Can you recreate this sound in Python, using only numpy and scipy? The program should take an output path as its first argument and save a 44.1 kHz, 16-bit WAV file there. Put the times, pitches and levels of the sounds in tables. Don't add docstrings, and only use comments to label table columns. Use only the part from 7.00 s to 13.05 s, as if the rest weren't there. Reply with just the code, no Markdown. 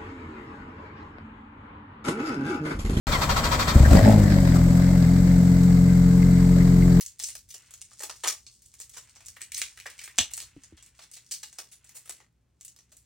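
import sys
import numpy as np
from scipy import signal
from scipy.fft import rfft, irfft
from scipy.io import wavfile

SR = 44100
rng = np.random.default_rng(int(sys.argv[2]) if len(sys.argv) > 2 else 0)


def digitize_waveform(pressure):
    field = np.atleast_2d(pressure).T
    bounded = np.clip(field, -1, 1)
    quanta = np.round(bounded * 32767).astype(np.int16)
    wavfile.write(sys.argv[1], SR, quanta)


N = 266805

# (time [s], strength [dB], buckling length [ms], main resonance [Hz],
# body near 700 Hz [dB], edge near 13 kHz [dB])
SNAPS = [(0.0088, -6, 4.3, 5600, 0, 14.5), (0.0622, -6.5, 0.45, 6500.0, -18, 3),
         (0.1927, -14, 1.9, 4070.0, -7, 15), (0.199, -3.5, 1.7, 3830.0, 1.5, 4),
         (0.226, -5.5, 3.1, 4780.0, -5, 7.0), (0.2368, -4, 1.0, 7940.0, -7, -1.0),
         (0.2413, 2.5, 1.1, 5360.0, -27, -3), (0.262, -12, 6.0, 8440.0, -6.0, 5.0),
         (0.273, -11, 4.1, 5600.0, -5.0, 12), (0.285, -5.5, 6.2, 8960.0, 3.0, 2),
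         (0.3523, -11, 3.5, 5500.0, 10.5, 12.5), (0.4891, -21.5, 4.9, 5450.0, -3, 14),
         (0.505, -11.5, 4.6, 3340.0, -5, 6.5), (0.5416, -11.5, 5.2, 6800.0, 10.0, 6.5),
         (0.7081, -21, 2.4, 8500.0, 9, 10), (0.7381, -16, 2.1, 6850.0, 5, 8),
         (0.8156, -10.5, 0.5, 8600.0, -4.0, 0), (0.915, -26.5, 2.3, 1400.0, 19, -3),
         (0.9327, -20.5, 2.7, 9700.0, 4, -6), (0.9933, -14.5, 2.1, 6800.0, -2.0, 6.0),
         (1.003, -11, 5.6, 7800.0, 18, 8.0), (1.0228, -13, 1.7, 6740, 19, 12),
         (1.0333, -6, 4.4, 6000, 18.5, 13), (1.096, -5.5, 5, 5200, 19.5, 0),
         (1.1618, -21.5, 3.7, 5380.0, -4, 6.0), (1.2356, 2, 7.2, 3130, 20.5, 2),
         (1.2513, -0.5, 11.6, 1280, 22.0, -1), (1.2742, 5, 4.1, 5960.0, 14.0, 8.0),
         (1.281, 7.5, 3.8, 5800.0, 2.5, 3), (1.4659, -12.5, 3.8, 4700, -1.5, -10),
         (1.62, -28.5, 3.5, 6900.0, 3.0, 14.5), (1.6596, -27, 2.7, 7640.0, -10, 14.5),
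         (1.74, -23, 1.5, 6900.0, 12, 10), (1.801, -15.5, 2.4, 7500, 10.5, 14),
         (1.811, -10.5, 4.1, 6400, -4, 4), (1.8945, -21, 3.1, 6900.0, 1, 13),
         (1.9339, -16, 15, 7920.0, 11, 3), (1.9662, -10, 7.5, 7200.0, 18, 7),
         (2.155, -20.0, 11, 6000.0, 18, -1), (2.206, -24, 2.8, 2470.0, 19.5, 2),
         (2.2603, -19.5, 1.1, 8260.0, -4.0, 10), (2.266, -17.0, 1.2, 7390.0, -10.0, 5.0),
         (2.2842, -13, 0.98, 6000.0, 2.0, 8.0), (2.3645, -23.5, 5.5, 1680, 24.5, 14.0),
         (2.4041, -18.5, 10, 1980, 16.5, 10), (2.4168, -10.5, 0.97, 8200, -1, 8),
         (2.5192, -8.5, 2.1, 9300.0, -1, 6.5), (2.5446, -2.0, 4.3, 5800, -16, 6),
         (2.562, -6.5, 8.2, 5770.0, -17, 7.0), (2.5775, -5.5, 4.8, 8830.0, 3.5, 12),
         (2.6166, 1.5, 0.45, 6760.0, 6.5, 4.5), (2.774, -17, 3.1, 1550.0, 7.5, 5),
         (2.8003, -14, 1.1, 2480.0, -1.0, 6), (2.857, -18.5, 4.7, 1790.0, 32.5, 8.0),
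         (2.8653, -10.5, 2.9, 1620.0, 0, 3), (2.899, -17.5, 4.8, 1860.0, 3.0, 9),
         (2.991, -12.5, 2.4, 2260, 1, 3.0), (3.0134, -16, 3.0, 1930.0, 4.0, 7),
         (3.036, -11.5, 7.2, 7960, 5.5, 12), (3.0763, -20.0, 3.3, 1810.0, 21.5, 12),
         (3.181, -4, 1.8, 3300.0, 10, 4.0), (3.1853, 16.5, 0.86, 3300, 7, -4.5),
         (3.3092, -16.5, 5.9, 2600, 12, 11.0), (3.3362, -4, 2.2, 7100.0, -7, 6.0),
         (3.369, -17, 0.8, 10000, -5, 19.5), (3.377, -5.5, 2.4, 7600.0, 6.5, 2.5),
         (3.402, -6.5, 1.9, 4130.0, 2, 3), (3.4259, -11.5, 2.0, 4260, 5, 3.0),
         (3.6358, -17.5, 3.5, 7550, 7, -3), (3.772, -20.0, 9.5, 3230.0, 15.5, -4),
         (3.8259, -21.0, 2.8, 7700, 4, 5), (3.862, -26.5, 2.4, 8200, 8.0, 10),
         (3.99, -19.0, 5.3, 4100, 22, 2), (4.014, -15, 21, 3650.0, 12, 1),
         (4.1147, -19.5, 2.7, 8830.0, 1, 6), (4.134, -13.0, 6.1, 4720.0, -6, 6),
         (4.166, -13, 4.8, 3900.0, 4, 1), (4.264, -24.5, 2, 5430.0, -16, 0),
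         (4.311, -4.5, 3.8, 6900.0, 4.5, 3), (4.3165, 1.5, 7.2, 4970, -16, 3),
         (4.338, -8, 4.7, 4390.0, 0, 8), (4.43, -5, 5.2, 4330, 6.5, 2.5), (4.528, -20, 2.3, 8600.0, 8, 3),
         (4.585, -7, 4.5, 5500, 16, 8.5), (4.714, -14, 14, 10100, 1.5, 4.0),
         (4.8438, -26, 4.0, 7800, 4.0, 9), (4.8925, -21.5, 2.7, 6340, 9, 12.0),
         (4.945, -18.5, 16.0, 7760.0, 14.5, 15), (4.966, -15, 5.3, 7700.0, 5, 12.5),
         (5.055, -24.0, 5.4, 8810.0, 17, 12), (5.0761, -24.5, 2.9, 3320.0, 18, 10.0),
         (5.0948, -8, 2.6, 8700.0, 13.5, 10), (5.199, -25.5, 7.8, 2040, 23.5, 0),
         (5.6105, -18, 1.2, 7300.0, 0.5, 4), (5.649, -16.5, 3.0, 9350.0, -6, 13),
         (5.6805, -17, 0.9, 7150.0, -11, 3), (5.763, -25, 1.4, 5400.0, 6, 7),
         (5.7885, -26, 3.1, 6010.0, 13, 3), (5.918, -26, 9.1, 7900, 16.5, 11),
         (5.968, -25.5, 2.9, 7360.0, -5, 13)]


def gain_of(db):
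    return 10 ** (np.asarray(db) / 20)


def unit_rms(x):
    return x / np.sqrt(np.mean(x ** 2) + 1e-20)


def curve_at(points, hz):
    f, value = np.transpose(points)
    return np.interp(np.log(hz + 1), np.log(np.abs(f) + 1), value)


def bins(size):
    return np.fft.rfftfreq(size, 1 / SR)


def add(mix, s, sound):
    part = mix[:, max(round(s * SR), 0):][:, :sound.shape[-1]]
    part += sound[..., :part.shape[1]]


def wander(size, per_s):
    t = np.arange(size) / SR
    return np.interp(t * per_s, np.arange(512), rng.standard_normal(512))


def causal_eq(x, db):
    size = x.shape[-1]
    log_gain = np.log(gain_of(db))
    mirrored = np.r_[log_gain, log_gain[1:size - len(db) + 1][::-1]]
    phase = -signal.hilbert(mirrored).imag[:len(db)]
    return irfft(rfft(x) * np.exp(log_gain + 1j * phase), size)


def diffuse(size):
    # (frequency [Hz], coherence [0-1])
    likeness = [(60, .997), (150, 0.89), (350, 0.6), (700, 0), (1400, 0.6), (3200, 0.8), (7000, 0.2),
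                (15000, .2)]
    a, b = rfft(rng.standard_normal((2, size)))
    same = np.clip(curve_at(likeness, bins(size)), 0, 1)
    mid, side = a * np.sqrt((1 + same) / 2), b * np.sqrt((1 - same) / 2)
    return irfft(np.array([mid + side, mid - side]), size)


def shaped_noise(gains, size):
    return unit_rms(irfft(rfft(diffuse(size)) * gains, size))


def echo_tail(rise_s, t60=0.2, lumpy_db=3, size=16384):
    t = np.arange(size) / SR
    fade = gain_of(lumpy_db * wander(size, per_s=550) - 60 * t / t60)
    return unit_rms(diffuse(size) * fade * (1 - np.exp(-t / rise_s))) / np.sqrt(size)


def room_tone(noise_db=-74):
    # (frequency [Hz], relative level [dB])
    colour = [(20, -42.5), (35, -15), (62, -3.5), (90, -9), (125, -6.5), (160, -8), (300, -15), (600, -23),
              (1500, -29.5), (3000, -34.5), (7000, -35.5), (11000, -40.5), (16000, -44.5)]
    # (frequency [Hz], rms level [dB])
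    partials = [(60, -77), (119.5, -77)]
    t = np.arange(N) / SR
    noise = shaped_noise(gain_of(curve_at(colour, bins(N))), N)
    hum = sum(np.sqrt(2) * gain_of(db) * np.sin(2 * np.pi * (hz * t + rng.random()))
              for hz, db in partials)
    return gain_of(noise_db) * noise + hum


def rumble(early_db=-68, late_db=-78, sink_s=(3.6, 4.4), low_hz=45, high_hz=90, uneven_db=3):
    hz = bins(N)
    band = (hz / low_hz) ** 4 / (1 + (hz / low_hz) ** 4) / (1 + (hz / high_hz) ** 4)
    level_db = np.interp(np.arange(N) / SR, sink_s, [early_db, late_db])
    level_db += uneven_db * wander(N, per_s=9)
    return gain_of(level_db) * shaped_noise(band, N)


def lap_bumps(knock_t60=0.08, knock_rise_s=0.00035, sag=0.15, sag_s=0.051, scuff_db=-4, scuff_hz=290,
              thud_t60=0.061, thud_rise_s=0.0036, room_db=-19, size=8192):
    # (time [s], knock level [dB], knock pitch [Hz], thud delay [s], thud level [dB], thud pitch [Hz])
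    hand_bumps = [(3.188, -35, 256, 0.015, -28, 88), (3.565, -42, 290.6, 0.024, -53, 76.6),
                  (3.724, -45, 330, 0.0105, -37.5, 72.5)]
    out, t = np.zeros((2, N)), np.arange(size) / SR
    padding = 1 / (1 + (bins(size) / scuff_hz) ** 4)
    for s, knock_db, knock_hz, delay_s, thud_db, thud_hz in hand_bumps:
        cycles = np.cumsum(knock_hz * (1 - sag * (1 - np.exp(-t / sag_s)))) / SR
        scuff = gain_of(scuff_db) * shaped_noise(padding, size)
        knock = (np.sin(2 * np.pi * cycles) + scuff) * gain_of(knock_db - 60 * t / knock_t60)
        thud = gain_of(thud_db - 60 * t / thud_t60) * np.sin(2 * np.pi * thud_hz * t)
        add(out, s, knock * (1 - np.exp(-t / knock_rise_s)))
        add(out, s + delay_s, thud * (1 - np.exp(-t / thud_rise_s)))
    room = signal.oaconvolve(out, echo_tail(rise_s=0.004, t60=0.25), axes=1)[:, :N]
    return out + gain_of(room_db) * room


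def grains(level_db, colour, per_s, spread_db):
    sizes = gain_of(spread_db * np.minimum(rng.exponential(1, N), 3)) * rng.choice([-1, 1], N)
    clicks = gain_of(level_db) * unit_rms(sizes * (rng.random(N) < per_s / SR))
    echoes = signal.oaconvolve(clicks[None], echo_tail(rise_s=0.002), axes=1)[:, :N]
    eq = unit_rms(gain_of(curve_at(colour, bins(N))))
    return irfft(rfft(0.6 * clicks + 0.8 * echoes) * eq, N)


def strain(t, loudest_db=-49, db_per_snap_db=0.7, lead_s=0.015, settle_s=0.03):
    s, db = np.array(SNAPS).T[:2, :, None]
    away = np.maximum((s - t) / lead_s, (t - s) / settle_s)
    peaks = gain_of(loudest_db + db_per_snap_db * np.minimum(db, 0))
    return np.linalg.norm(peaks * np.exp(-away), axis=0)


def crinkle_and_rub(crinkle_trim_db=-4, rub_trim_db=-2, clump_db=3):
    # (time [s], crinkling before trim [dB], rubbing before trim [dB])
    activity = [(0, -65, -70), (.42, -70, -91), (.6, -61, -58), (.85, -61, -73.5), (1.2, -59.5, -71.5),
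                (1.55, -62.5, -86), (2.1, -54, -65.5), (2.35, -66.5, -72), (2.65, -53, -64),
                (3.3, -62.5, -61.5), (3.55, -67.5, -67), (3.9, -69.5, -70.5), (4.3, -57, -72),
                (5.18, -66.5, -69), (5.27, -88.5, -90.5), (5.58, -87, -90), (5.7, -68.5, -81),
                (6.05, -70.5, -78)]
    # (frequency [Hz], relative level [dB])
    crinkle_colour = [(300, -30.5), (1500, -30.5), (3500, -2), (6500, 6.5), (9000, 5), (12000, -17),
                      (15000, -5), (16500, -9)]
    # (frequency [Hz], relative level [dB])
    rub_colour = [(120, -15.5), (350, -10), (700, -7.5), (1100, -2), (1900, 5.5), (2800, 3.5), (5000, -10),
                  (12000, -32.5)]
    s, crinkle_db, rub_db = np.transpose(activity)
    t = np.arange(N) / SR
    frames = t[::128]
    handled = gain_of(np.interp(t, s, crinkle_db) + crinkle_trim_db)
    strained = np.interp(t, frames, strain(frames))
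    clumps_db = clump_db * wander(N, per_s=45)
    bending_db = 20 * np.log10(np.hypot(handled, strained)) + clumps_db
    fingers_db = np.interp(t, s, rub_db) + rub_trim_db + clumps_db / 2
    crinkle = grains(bending_db, crinkle_colour, per_s=420, spread_db=8)
    rub = grains(fingers_db, rub_colour, per_s=810, spread_db=6.5)
    return crinkle + rub


def freed_part(break_s=3.186, rise_s=0.00081, stereo_spread_rad=0.35, size=16384):
    # (frequency [Hz], level [dB], t60 [s])
    modes = [(700, -41, .12), (3034, -27, .15), (3314, -27, .16), (3463, -28, .16), (3567, -29, .18),
             (3786, -32, .15), (3977, -31, .15), (4221, -33, .17), (6920, -30, .14), (7296, -31, .14),
             (7655, -34, .14), (7807, -33, .14)]
    out, t = np.zeros((2, N)), np.arange(size) / SR
    for hz, db, t60 in modes:
        phase = 2 * np.pi * rng.random() + stereo_spread_rad * rng.standard_normal((2, 1))
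        mode = gain_of(db - 60 * t / t60) * np.sin(2 * np.pi * hz * t + phase)
        add(out, break_s, mode * (1 - np.exp(-t / rise_s)))
    return out


def buckling(length_s, size, slips_per_s=3000, slip_db=-8, abrupt_s=0.005, bounce_s=0.0025, bounce=0.3):
    t = np.arange(size) / SR
    swell = t / length_s * np.exp(1 - t / length_s * 2)
    run = gain_of(slip_db) * swell * rng.standard_normal(size) * (rng.random(size) < slips_per_s / SR)
    run[0] = np.exp(-(length_s / abrupt_s) ** 2)
    run += bounce * np.roll(run, round(bounce_s * rng.uniform(0.8, 1.25) * SR))
    return unit_rms(run) / np.sqrt(size)


def dispersed(x, delay_s=0.000496):
    phase = 2 * np.pi * delay_s * np.sqrt(bins(len(x)) * SR / 2)
    return irfft(rfft(x) * np.exp(-1j * phase), len(x))


def snap_tint(hz, s, body_db, edge_db, twist_from_s=2.33, twist_to_s=3.15, twist_db=10.5):
    hollow_db = 2 + 0.38 * body_db + twist_db * (twist_from_s < s < twist_to_s)
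    points = [(200, 0), (480, body_db), (1050, body_db), (2300, hollow_db), (6500, 0), (13000, edge_db)]
    return curve_at(points, hz)


def sheet_snaps(crack_db=-3, crack_db_per_ms=-0.66, peak_db=8, peak_width=0.17,
                echo_db=-1.5, peak_echo_db=-2, ripple_db=3, ripple_hz=170, size=10240):
    # (frequency [Hz], gain [dB])
    colour = [(100, -40), (230, -26), (340, -17), (480, -17.5), (640, -13.5), (850, -15.5), (1200, -18),
              (1550, -12.5), (2000, -8.5), (3200, -9.5), (4500, -6), (5300, -2), (6500, 0.5), (8300, 0.5),
              (10300, -5.5), (12000, -15), (14800, -12)]
    # (frequency [Hz], width [Hz], boost [dB])
    modes = [(856, 28, 5), (1141, 36, 9), (1250, 79, 7), (1850, 45, 3.5), (2853, 16, 7.5), (4320, 130, 4),
             (5410, 70, 0.5), (5845, 98, 3.5), (6200, 89, 4), (6770, 61, 7), (7100, 34, 7.5), (7860, 80, 6)]
    # (frequency [Hz], gain [dB])
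    linger = [(300, 2), (800, -4.5), (1600, -3), (3500, 1.5), (7500, -1.5), (14000, -2)]
    out, hz = np.zeros((2, N)), bins(size)
    modes_db = sum(db / (1 + (2 * (hz - f) / width) ** 2) for f, width, db in modes)
    sheet_db = curve_at(colour, hz) + modes_db
    linger_db = echo_db + curve_at(linger, hz)
    for s, db, length_ms, main_hz, body_db, edge_db in SNAPS:
        length_s = max(length_ms, 0.5) / 1000
        sharpness = gain_of(crack_db + crack_db_per_ms * length_ms)
        crack = sharpness * dispersed(buckling(length_s, size))
        resonance = 1 / (1 + ((hz / main_hz - 1) / peak_width) ** 2)
        tail = echo_tail(rise_s=length_s / 2, size=size)
        echo = irfft(rfft(tail) * gain_of(linger_db + peak_echo_db * resonance), size)
        grip_db = ripple_db * np.interp(hz / ripple_hz, np.arange(400), rng.standard_normal(400))
        eq_db = sheet_db + snap_tint(hz, s, body_db, edge_db) + peak_db * resonance + grip_db
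        snap = (crack + echo) / np.hypot(1, sharpness)
        add(out, s, causal_eq(snap, db + eq_db))
    return out


def scene():
    return sheet_snaps() + freed_part() + crinkle_and_rub() + lap_bumps() + room_tone() + rumble()


def record(dry, left_db=0.24, low_cut_hz=42, high_cut_hz=16150):
    # (frequency [Hz], phase [rad])
    port_phase = [(1500, 0), (4500, .05), (5500, -.8), (7300, -1.25), (12000, -1.3), (16000, -1.8)]
    lead = np.exp(0.5j * curve_at(port_phase, bins(N)))
    ports = irfft(rfft(dry) * np.array([lead * gain_of(left_db), 1 / lead]), N)
    low_cut = signal.butter(3, low_cut_hz, "highpass", fs=SR, output="sos")
    high_cut = signal.firwin(255, high_cut_hz, window=("kaiser", 9), fs=SR)
    return signal.oaconvolve(signal.sosfilt(low_cut, ports), high_cut[None], "same", axes=1)


dry = scene()
out = record(dry)
digitize_waveform(out)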